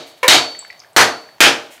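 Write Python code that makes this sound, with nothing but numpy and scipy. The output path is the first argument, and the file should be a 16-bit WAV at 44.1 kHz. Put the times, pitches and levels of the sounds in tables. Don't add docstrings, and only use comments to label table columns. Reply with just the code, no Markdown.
import sys
import numpy as np
from scipy import signal
from scipy.fft import rfft, irfft, next_fast_len
from scipy.io import wavfile
from scipy.ndimage import uniform_filter1d, minimum_filter1d

SR = 44100
rng = np.random.default_rng(int(sys.argv[2]) if len(sys.argv) > 2 else 0)


def rack_gain(trim_db):
    fader = np.asarray(trim_db, float)
    return 10 ** (fader / 20)


def file_out(sig):
    cols = np.atleast_2d(sig).T
    lim = np.clip(cols, -1, 1)
    pcm = np.round(lim * 32767).astype(np.int16)
    wavfile.write(sys.argv[1], SR, pcm)


N = 79380
LEAD = 13230


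def unit(x):
    return x / np.sqrt(np.mean(x ** 2) + 1e-20)


def along(points, hz):
    f, value = np.transpose(points)
    return np.interp(np.log(hz + 1), np.log(f + 1), value)


def filtered(x, response):
    size = next_fast_len(x.shape[-1] + SR // 2)
    spectrum = rfft(x, size) * response(np.fft.rfftfreq(size, 1 / SR))
    return irfft(spectrum, size)[..., :x.shape[-1]]


def causal(gain):
    cepstrum = irfft(np.log(gain + 1e-6))
    half = len(cepstrum) // 2 - 1
    fold = np.r_[1, np.full(half, 2), 1, np.zeros(half)]
    return irfft(np.exp(rfft(cepstrum * fold)))


def snap(resonances, floor):
    f = np.fft.rfftfreq(8192, 1 / SR)
    power = sum(rack_gain(2 * db) * (f * width) ** 2 / ((hz * hz - f * f) ** 2 + (f * width) ** 2)
                for hz, width, db in resonances)
    click = causal(floor(f) + np.sqrt(power))
    return click[:4096] / np.linalg.norm(click)


def ring(modes, seconds, spread_db, rise_s=1e-4):
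    t = np.arange(int(seconds * SR)) / SR
    total = 0
    for hz, db, t60 in modes:
        level_db = db + spread_db * rng.standard_normal()
        total = total + rack_gain(level_db - 60 * t / t60) * np.sin(2 * np.pi * hz * t)
    return (1 - np.exp(-t / rise_s)) * total


def add(track, s, x):
    i = round(s * SR) + LEAD
    track[i:i + len(x)] += x[:len(track) - i]


# f/Hz, density/dB
HUM = [(30, -3), (100, 2), (200, -8.5), (394, -10.5), (650, 0), (1200, -11), (2250, -17), (4650, -27.5)]
HUM_DB, HISS_DB = -50, -83


def kitchen():
    shape = HUM + [(16000, -26)]
    noise = unit(filtered(rng.standard_normal(N + LEAD), lambda hz: rack_gain(along(shape, hz))))
    drift_db = 0.72 * unit(uniform_filter1d(rng.standard_normal(N + LEAD), 1500))
    return rack_gain(HUM_DB + drift_db) * noise + rack_gain(HISS_DB) * rng.standard_normal(N + LEAD)


# f/Hz, t60/s
KITCHEN_T60 = [(60, 0.11), (300, .45), (700, 0.41), (2000, 0.26), (5000, 0.28), (9000, 0.22), (13000, 0.19),
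               (16000, 0.13)]
# f/Hz, t60/s
HALL_T60 = [(100, 0.5), (700, 0.79), (4000, 1.335), (16000, 0.6)]
HALL_DB = -40.5
GAP_S, BUILD_S = 0.0018, 0.005


def room(x, db):
    hz, t, z = signal.stft(rng.standard_normal(SR), SR, nperseg=256)
    near = rack_gain(-60 * t / along(KITCHEN_T60, hz)[:, None])
    far = rack_gain(HALL_DB - 60 * t / along(HALL_T60, hz)[:, None])
    tail = signal.istft(z * (near + far), SR, nperseg=256)[1]
    tail = tail * (1 - np.exp(-np.arange(len(tail)) / SR / BUILD_S))
    echo = np.pad(tail / np.linalg.norm(tail), (int(GAP_S * SR), 0))
    wet = signal.fftconvolve(x, echo)
    return np.pad(x, (0, len(wet) - len(x))) + rack_gain(db) * wet


# t/s, rise/s, fade/s, level/dB
DRAGS = [
    (.062, 0.012, 0.077, -46.5),
    (.165, 0.016, 0.024, -53.5),
    (1.70, 0.025, 0.078, -43),
]
# f/Hz, level/dB
FRICTION = [(300, -30), (2000, 11), (5000, 3), (8000, 6), (13000, 0), (16000, -1)]


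def drags():
    t = (np.arange(N + LEAD) - LEAD) / SR
    shape = 0
    for s, rise, fade, db in DRAGS:
        swell = np.minimum((t - s) / rise, 1 - (t - s - rise) / fade)
        shape = shape + rack_gain(db) * np.clip(swell, 0, 1)
    grain_db = 1.3 * unit(uniform_filter1d(rng.standard_normal(len(t)), 60))
    grain = rng.standard_normal(len(t)) * rack_gain(grain_db)
    return shape * unit(filtered(grain, lambda hz: rack_gain(along(FRICTION, hz))))


# t/s, peak level/dB, f/Hz, Q
CHIPS = [(.549, -27, 2030, 2.3), (0.59, -21, 7650, 22), (0.595, -33, 8500, 3.8), (.625, -31, 1090, 1.8),
         (.648, -29.5, 1870, 1.8), (0.679, -43, 11170, 7.4), (.701, -24.5, 2060, 8.8),
         (.707, -32.5, 4750, 5), (.728, -32, 1920, 0.67), (0.743, -43, 2020, 3), (0.776, -47.5, 6200, 6.2),
         (.793, -35, 6200, 6), (0.801, -27, 5000, 4.9), (.819, -36.5, 1640, 1.2), (.836, -37.5, 1810, 0.98),
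         (0.845, -38, 1600, 3.2), (0.932, -40.5, 8140, 3.9), (1.288, -34.5, 1850, 2.8),
         (1.382, -38, 1500, 0.71), (1.705, -37.5, 650, 3.7), (1.750, -43, 800, 3.2), (1.779, -31, 1580, .8),
         (1.797, -42, 1010, 2.5)]
CHIP_T60_S, CHIP_RISE_S, CHIP_ROOM_DB = 0.017, 0.00023, -9.5


def chips():
    out, t = np.zeros(N + LEAD), np.arange(SR // 10) / SR
    envelope = rack_gain(-60 * t / CHIP_T60_S) * (1 - np.exp(-t / CHIP_RISE_S))
    for s, db, hz, q in CHIPS:
        def bandpass(f):
            loss = 1j * f * hz / q
            return (loss / (hz * hz - f * f + loss)) ** 2
        puff = filtered(rng.standard_normal(len(t)) * envelope, bandpass)
        add(out, s, rack_gain(db) * puff / np.abs(puff).max())
    return room(out, CHIP_ROOM_DB)[:N + LEAD]


# t/s, knock level/dB, rub level/dB
SLIPS = [
    (.2298, -12, -14),
    (.2420, -11, -27.5),
    (.2515, -16.5, -34.5),
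    (.267, -26.5, -35.5),
]
# f/Hz, level/dB, t60/s
CLAW = [(507, 6, 0.041), (1012, 3.5, 0.073), (2243, 4.5, 0.034), (1790, -5, 0.055)]
# f/Hz, width/Hz, level/dB
HOLLOW = [(700, 280, -7), (1420, 530, 1.5), (2330, 600, -9.5), (2930, 720, -6), (4270, 320, -10.5),
          (6200, 2000, -33)]
CONTACT_S, SLIP_LOW_HZ, SLIP_ROOM_DB = 0.012, 330, -3.5


def slip():
    out, t = np.zeros(N + LEAD), np.arange(SR // 20) / SR
    envelope = np.exp(-t / CONTACT_S) * (1 - np.exp(-t / 0.0006))
    for s, knock_db, rub_db in SLIPS:
        rub = rng.standard_normal(len(t)) * envelope
        rub = np.convolve(rub, snap(HOLLOW, np.zeros_like))[:len(t)]
        knock = rack_gain(knock_db) * ring(CLAW, 0.2, spread_db=1, rise_s=0.0015)
        knock[:len(t)] += rack_gain(rub_db) * rub
        add(out, s, room(knock, SLIP_ROOM_DB))
    return filtered(out, lambda hz: (1j * hz / (SLIP_LOW_HZ + 1j * hz)) ** 2)


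# t/s, strength/dB, board knock/dB, blade ring/dB
BLOWS = [
    (-.2, 9.5, -4, -20.5),
    (0.2801, 12.5, -7, -5),
    (0.9639, 9, -5.5, -15.5),
    (1.405, 11, -7.5, -60),
]
# f/Hz, width/Hz, level/dB
SHELL_1 = [(1500, 800, -13.5), (2267, 180, -3.5), (3060, 250, -3), (3786, 220, 0.5), (4320, 170, -3.5),
           (6500, 830, -12.5)]
SHELL_2 = [(800, 760, 1), (1500, 1000, 7), (1930, 230, 6), (4290, 270, 3), (6100, 670, -3.5)]
SHELL_3 = [(650, 500, -7), (1630, 520, 5), (2410, 290, 7), (3130, 490, 4.5), (5400, 2000, -7.5)]
# f/Hz, level/dB
BROAD = [(60, -18), (200, -43), (500, -18.5), (1500, -7), (4000, -7.5), (8000, -14), (16000, -28.5)]
# f/Hz, level/dB, t60/s
BOARD = [(141.3, -8, 0.072), (275, -13.5, 0.05), (317.4, 3.5, 0.023), (475, -8.5, 0.039),
         (640, -5.5, 0.059), (725.7, -10, 0.098), (831, -13.5, 0.088), (1060, -7, 0.017)]
# f/Hz, level/dB, t60/s
LONG_MODES = [(339.5, -15.5, 0.31), (460.6, -16.5, .45), (628, -23, 0.44), (716, -25, 0.41), (9500, -43, .45),
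              (11800, -50, 0.56)]
# f/Hz, level/dB, t60/s
BLADE = [(4490, -2, 0.66), (2285, -30.5, 0.97)]
RINGS_S = [.40, .66, .42, .05]
THUD_DB = [-76, -14.5, -12, -14]
THUD_HZ, THUD_T60_S = 96, 0.38
BLOOM_S, DAMP_S = 0.15, 0.018
SPLINTERS, SPLINTER_S, SPLINTER_DB = 40, 0.012, 5
ROOM_DB = 1


def splinters(crack):
    when, size = rng.random((2, SPLINTERS))
    level = rack_gain(-SPLINTER_DB * np.log(size) - 28 * when) * np.sign(size - 0.5)
    snaps = np.bincount((when ** 2 * SPLINTER_S * SR).astype(int), level)
    return np.diff(np.convolve(snaps / np.linalg.norm(snaps), crack))


def blade(ring_s):
    touch = np.clip((ring_s - np.arange(SR) / SR) / DAMP_S, 0, 1)
    return ring(BLADE, 1, spread_db=0, rise_s=BLOOM_S) * touch


def blows():
    out = np.zeros(N + LEAD)
    shells = [SHELL_1, SHELL_1, SHELL_2, SHELL_3]
    for (s, db, board_db, blade_db), shell, thud_db, ring_s in zip(BLOWS, shells, THUD_DB, RINGS_S):
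        crack = 12 * snap(shell, lambda f: rack_gain(along(BROAD, f)))
        body = rack_gain(board_db) * ring(BOARD, 0.3, spread_db=2, rise_s=0.006)
        body[:len(crack)] += crack
        add(out, s, rack_gain(db) * room(body, ROOM_DB))
        add(out, s, rack_gain(db - 3.5) * splinters(crack))
        add(out, s, rack_gain(db + board_db) * ring(LONG_MODES, 1, spread_db=2, rise_s=0.02))
        add(out, s, ring([(THUD_HZ, thud_db, THUD_T60_S)], 1, spread_db=0, rise_s=0.016))
        add(out, s, rack_gain(blade_db) * blade(ring_s))
    return out


def scene():
    mono = (kitchen() + drags() + chips() + slip() + blows())[LEAD:]
    return np.array([mono, mono])


LIMIT, HOLD_S, SETTLE_S = 1.916, 0.0065, 0.013


def limiter(x):
    hold = 2 * int(HOLD_S * SR / 2) + 1
    settle = 2 * int(SETTLE_S * SR / 2) + 1
    need = np.minimum(1, LIMIT / (np.abs(x) + 1e-9))
    need = minimum_filter1d(need, hold, origin=hold // 2)
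    return x * uniform_filter1d(need, settle, origin=settle // 2)


def top_cut(x):
    return signal.sosfilt(signal.butter(12, 16670, fs=SR, output="sos"), x)


MIC_LOW_HZ, TOP, KNEE = 129.6, 0.97, 8
SIDE_DB, TOP_HZ, EDGE_HZ = -42, 15750, 210


def record(dry):
    thin = filtered(dry, lambda hz: (1j * hz / (MIC_LOW_HZ + 1j * hz)) ** 3)
    ducked = limiter(thin)
    clipped = ducked / (1 + np.abs(ducked / TOP) ** KNEE) ** (1 / KNEE)
    trace = rack_gain(SIDE_DB) * unit(uniform_filter1d(rng.standard_normal(N), size=8))
    stereo = clipped * (1 + trace * [[1], [-1]])
    mix = filtered(stereo, lambda hz: 1 / (1 + np.exp(np.clip((hz - TOP_HZ) / EDGE_HZ, -50, 50))))
    return top_cut(mix)


dry = scene()
out = record(dry)
file_out(out)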